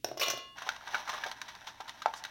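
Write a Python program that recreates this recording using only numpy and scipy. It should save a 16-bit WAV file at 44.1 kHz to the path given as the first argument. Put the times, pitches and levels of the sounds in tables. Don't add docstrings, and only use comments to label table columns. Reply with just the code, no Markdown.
import sys
import numpy as np
from scipy import signal
from scipy.fft import rfft, irfft, next_fast_len
from scipy.io import wavfile
from scipy.ndimage import map_coordinates

SR = 44100
rng = np.random.default_rng(int(sys.argv[2]) if len(sys.argv) > 2 else 0)


def dump(signal):
    limited = np.clip(np.atleast_2d(signal).T, -1, 1)
    pcm = np.round(limited * 32767).astype(np.int16)
    wavfile.write(sys.argv[1], SR, pcm)


N = 101694
TOP_HZ = 15950

# [t/s, click level/dB, contact length/s, thud level/dB, wall ring level/dB, pitch of the struck spot f/Hz]
LANDINGS = [(0.0449, -31.5, 0.0025, -18.5, -76, 5560), (.087, -50.5, 0.0036, -32, -81, 2270),
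            (0.1149, -56, 0.0059, -22, -74, 3700), (0.1728, -43.5, .015, -26, -55.5, 5500),
            (0.196, -33.5, 0.019, -30.5, -62, 5550), (0.21, -34, 0.016, -33.5, -38.5, 2540),
            (0.2149, -31.5, 0.0085, -31, -57, 2370), (0.2232, -33.5, 0.014, -43, -46, 3020),
            (.231, -30.5, 0.015, -40, -61, 3800), (0.258, -39.5, 0.025, -36, -43, 2920),
            (0.2714, -47, 0.003, -27, -60, 2410), (0.2832, -34, 0.0039, -19.5, -65, 5760),
            (0.298, -31, 0.028, -42, -53, 5850), (0.304, -38, 0.0089, -56, -58, 6200),
            (0.336, -50, .01, -25.5, -65, 1180), (0.373, -44.5, 0.017, -32, -54, 3640)]


def amp(db):
    return 10 ** (np.asarray(db) / 20)


def unit(x):
    return x / np.sqrt(np.mean(x ** 2) + 1e-20)


def along(points, hz):
    f, v = np.transpose(points)
    return np.interp(np.log(hz + 1), np.log(f + 1), v)


def add(track, s, x):
    i = round(s * SR)
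    track[i:i + len(x)] += x[:max(N - i, 0)]


def butter(x, order, hz, kind):
    return signal.sosfilt(signal.butter(order, hz, kind, fs=SR, output='sos'), x)


def low_cut(x, hz, order=3):
    return butter(x, order, hz, 'high')


def coloured(x, points):
    size = 2048
    cepstrum = irfft(np.log(amp(along(points, np.fft.rfftfreq(size, 1 / SR)))))
    cepstrum[1:size // 2] *= 2
    cepstrum[size // 2:] = 0
    h = irfft(np.exp(rfft(cepstrum)))
    return signal.fftconvolve(x, h / np.linalg.norm(h))[:N]


def ring(modes, length_s, scatter=0):
    t = np.arange(int(length_s * SR)) / SR
    out = np.zeros(len(t))
    for hz, db, t60 in modes:
        cycles = hz * t + scatter * rng.random()
        out += amp(db - 60 * t / t60) * np.sin(2 * np.pi * cycles)
    return out


def crumbs(count, spiky):
    size = np.exp(spiky * np.clip(rng.standard_normal(count), -2, 2))
    return rng.standard_normal(count) * size


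def contact(length_s, spiky, rise_share):
    t = np.arange(SR // 8) / SR
    rise = np.clip(t / (rise_share * length_s), 0, 1) ** 2
    x = crumbs(len(t), spiky) * amp(-20 * t / length_s) * rise
    return x / np.linalg.norm(x) * np.sqrt(SR / 100)


def jar():
    # [f/Hz, relative level/dB]
    click_colour = [(150, -22), (550, 5), (900, -0.5), (1250, 4), (2100, -2.5), (3000, -2.5), (4100, -1.5),
                    (4900, -4), (5800, -1.5), (7500, -13), (10500, -14.5), (13500, -6), (16000, -8)]
    # [f/Hz, relative level/dB, t60/s]
    base_modes = [(123, -13.5, 0.14), (378, -18.5, 0.018), (500, -15, 0.015), (619, -6.5, 0.019)]
    spot_db, spot_octaves = 13.5, 0.16
    base_spread = .09
    shimmer_db, shimmer_t60_s = -24, 0.13

    clicks, thuds = np.zeros((2, N))
    grid = np.geomspace(click_colour[0][0], TOP_HZ)
    for s, click_db, length_s, thud_db, _, spot_hz in LANDINGS:
        spot = spot_db * np.exp(-.5 * (np.log2(grid / spot_hz) / spot_octaves) ** 2)
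        colour = np.column_stack([grid, along(click_colour, grid) + spot])
        burst = contact(length_s, spiky=0.86, rise_share=0.087)
        add(clicks, s, amp(click_db) * coloured(burst, colour))
        struck = [(hz * (1 + base_spread * rng.normal()), db, t60) for hz, db, t60 in base_modes]
        add(thuds, s, amp(thud_db) * ring(struck, .1))

    crowd_hz = np.linspace(1100, 15500, num=130) + rng.uniform(-55, 55, size=130)
    crowd = ring([(hz, 0, shimmer_t60_s) for hz in crowd_hz], .5, scatter=1)
    shimmer = signal.fftconvolve(clicks, crowd / np.linalg.norm(crowd))[:N]
    return clicks + low_cut(thuds, hz=260) + amp(shimmer_db) * shimmer


def wall():
    # [f/Hz, relative level/dB, t60/s]
    steel_modes = [(1082, -2.5, .9), (1148, -12, .55), (1420, -11, .45), (1701, -16, .9), (2038, -2, .46),
                   (2402, 0, .32), (2438, -2, .33), (2689, -5, .35), (2852, -2, .95), (2975, 0, .3),
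                   (3340, -3, .3), (3458, -6, .8), (3700, -3, .32), (4113, -10, .45), (4270, -3, .42),
                   (4576, -12, .6), (5373, -8, .35), (5648, -2, .3), (5915, -4, .27), (6660, -12, .4)]
    t = np.arange(N) / SR
    out = np.zeros(N)
    for hz, db, t60 in steel_modes:
        feed = np.zeros(N)
        for s, _, length_s, _, ring_db, _ in LANDINGS:
            count = int(length_s * SR) + 1
            energy_in = amp(ring_db + rng.normal(0, 2)) ** 2
            add(feed, s, np.full(count, energy_in / count))
        kept_per_sample = amp(-60 / (t60 * SR)) ** 2
        energy = signal.lfilter([1], [1, -kept_per_sample], feed)
        out += amp(db) * np.sqrt(energy) * np.sin(2 * np.pi * (hz * t + rng.random()))
    return out


def plate():
    # [t/s, knock level/dB, knock pitch f/Hz, scuff level/dB, contact length/s]
    taps = [(0.581, -31.5, 1500, -46, 0.019), (0.62, -24.5, 1120, -43, 0.01),
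            (0.666, -24.5, 920, -45.5, 0.021), (0.6902, -12.5, 1480, -32.5, 0.003),
            (0.762, -33, 1090, -48, 0.0077), (.811, -31, 1350, -71, 0.0046),
            (0.874, -25, 1490, -46.5, 0.015), (0.945, -12, 1544, -37, 0.011),
            (0.953, -12.5, 1500, -49, 0.0098), (1.077, -23.5, 1350, -42, 0.014),
            (1.088, -24, 1120, -34.5, 0.026), (1.131, -24, 1110, -40.5, 0.029),
            (1.181, -26.5, 1170, -65, 0.015), (1.237, -17.5, 1696, -40.5, 0.011),
            (1.261, -24, 747, -39.5, 0.022), (1.313, -57, 1420, -39, 0.012),
            (1.415, -39, 1780, -38, 0.0061), (1.477, -41, 1620, -42, 0.038),
            (1.551, -36, 1540, -48.5, 0.0061), (1.616, -36, 1520, -63, 0.011),
            (1.664, -42, 950, -39.5, 0.046), (1.803, -24.5, 886, -44.5, 0.016),
            (1.875, -42, 1440, -43, 0.034), (1.893, -63, 3420, -40, 0.0059),
            (2.019, -27.5, 1310, -41.5, 0.011), (2.059, -5, 914, -41, 0.0059),
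            (2.079, -22.5, 786, -55, 0.015), (2.1374, -22, 1095, -42, 0.0076),
            (2.239, -27.5, 1908, -39, 0.0017), (2.249, -33.5, 1650, -38.5, 0.009)]
    # [ratio to its pitch, relative level/dB, t60/s]
    knock_modes = [(.68, -14.5, 0.0023), (1.002, -6.5, 0.016), (1.42, -17.5, 0.013)]
    # [f/Hz, relative level/dB, t60/s]
    plate_modes = [(755, 0, 0.12), (900, 26, 0.13), (1414, -49, 0.13)]
    # [f/Hz, relative level/dB]
    scuff_colour = [(150, -21), (500, -12.5), (900, 7), (1800, 5), (2600, 0), (3700, 4), (4900, -4),
                    (5900, -0.5), (7200, -14), (10000, -22)]
    chatter_db = 1.5
    plate_db = -29

    knocks, scuffs = np.zeros((2, N))
    for s, db, hz, scuff_db, length_s in taps:
        force = contact(length_s, spiky=1.5, rise_share=0.18)
        force = force / np.linalg.norm(force) * amp(chatter_db) * length_s / .02
        force[0] = 1
        knock = ring([(hz * ratio, level, t60) for ratio, level, t60 in knock_modes], .1)
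        add(knocks, s, amp(db) * low_cut(signal.fftconvolve(force, knock), hz * 0.5))
        add(scuffs, s, amp(scuff_db) * contact(length_s, spiky=1.0, rise_share=0.2))

    knocks = butter(knocks, 2, [240, 5000], 'band')
    dish = ring(plate_modes, .4)
    dish = dish / np.linalg.norm(dish)
    plate_ring = amp(plate_db) * signal.fftconvolve(knocks, dish)[:N]
    return knocks + plate_ring + coloured(scuffs, scuff_colour)


def sliding(catches_per_s=260):
    # [f/Hz, relative level/dB]
    friction_colour = [(200, -15.5), (450, -12), (890, 8), (1200, -5), (1600, 2.5), (2400, -6.5),
                       (3900, -5), (4700, -14.5), (5850, -6), (7300, -28)]
    # [t/s, level/dB]
    slide_level = [(.555, -60), (.57, -50), (.72, -46.5), (.79, -57), (.93, -43), (.99, -40.5),
                   (1.05, -51.5), (1.1, -43), (1.27, -45), (1.35, -53.5), (1.7, -56), (1.75, -57.5),
                   (2.3, -52.5)]
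    uneven_db = 2.5

    t = np.arange(N) / SR
    grains = coloured(crumbs(N, spiky=0.71), friction_colour)
    friction = np.zeros(N)
    for band in ('low', 'high'):
        catches = map_coordinates(rng.standard_normal(N // 10), [t * catches_per_s])
        friction += amp(uneven_db * catches) * butter(grains, 3, 1900, band)
    level = amp(np.interp(t, *np.transpose(slide_level)))
    return unit(friction) * level * (t > slide_level[0][0])


def graze():
    graze_s, width_s, graze_db = 2.176, 0.015, -51.5
    swell = np.exp(-.5 * ((np.arange(N) / SR - graze_s) / width_s) ** 2)
    rim = butter(crumbs(N, spiky=0.6), 1, [5000, 6200], 'band')
    return amp(graze_db) * swell * unit(rim)


def background():
    # [f/Hz, relative level/dB]
    air_colour = [(30, -5.5), (130, -5), (300, -2.5), (800, -33), (3000, -17.5), (16000, -29.5)]
    # [f/Hz, rms level/dB]
    hum_tones = [(60, -76.5), (120, -76)]
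    air_db = -68

    t = np.arange(N) / SR
    hum = np.zeros(N)
    for hz, db in hum_tones:
        hum += amp(db) * np.sqrt(2) * np.sin(2 * np.pi * (hz * t + rng.random()))
    return hum + amp(air_db) * unit(coloured(rng.standard_normal(N), air_colour))


def kitchen(x, early_db, early_t60_s, tail_db):
    # [f/Hz, t60/s]
    room_t60 = [(250, 0.42), (1500, 0.43), (5000, 0.35), (14000, 0.18)]
    hz, t, z = signal.stft(rng.standard_normal(SR // 2), SR, nperseg=256)
    fade = amp(-60 * t / along(room_t60, hz)[:, None])
    tail = signal.istft(z * fade, SR, nperseg=256)[1]
    t = np.arange(len(tail)) / SR
    tail = tail * np.clip(t / 0.0025, 0, 1)
    early = crumbs(len(t), spiky=1) * amp(-60 * t / early_t60_s) * (t > .002)
    h = amp(early_db) * early / np.linalg.norm(early) + amp(tail_db) * tail / np.linalg.norm(tail)
    return x + signal.fftconvolve(x, h)[:N]


def scene():
    steel = kitchen(jar(), early_db=-10.0, early_t60_s=0.016, tail_db=-7.5)
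    dish = kitchen(plate() + sliding() + graze(), early_db=-9.0, early_t60_s=0.065, tail_db=-16)
    mid = steel + wall() + dish + background()
    late_steel = np.pad(steel, (40, 0))[:N]
    side = amp(-19) * low_cut(late_steel, hz=4200, order=8)
    return mid + np.array([side, -side])


def record(dry):
    m = next_fast_len(N + SR // 2)
    kept = np.fft.rfftfreq(m, 1 / SR) < TOP_HZ
    return irfft(rfft(dry, m) * kept, m)[:, :N]


dry = scene()
out = record(dry)
dump(out)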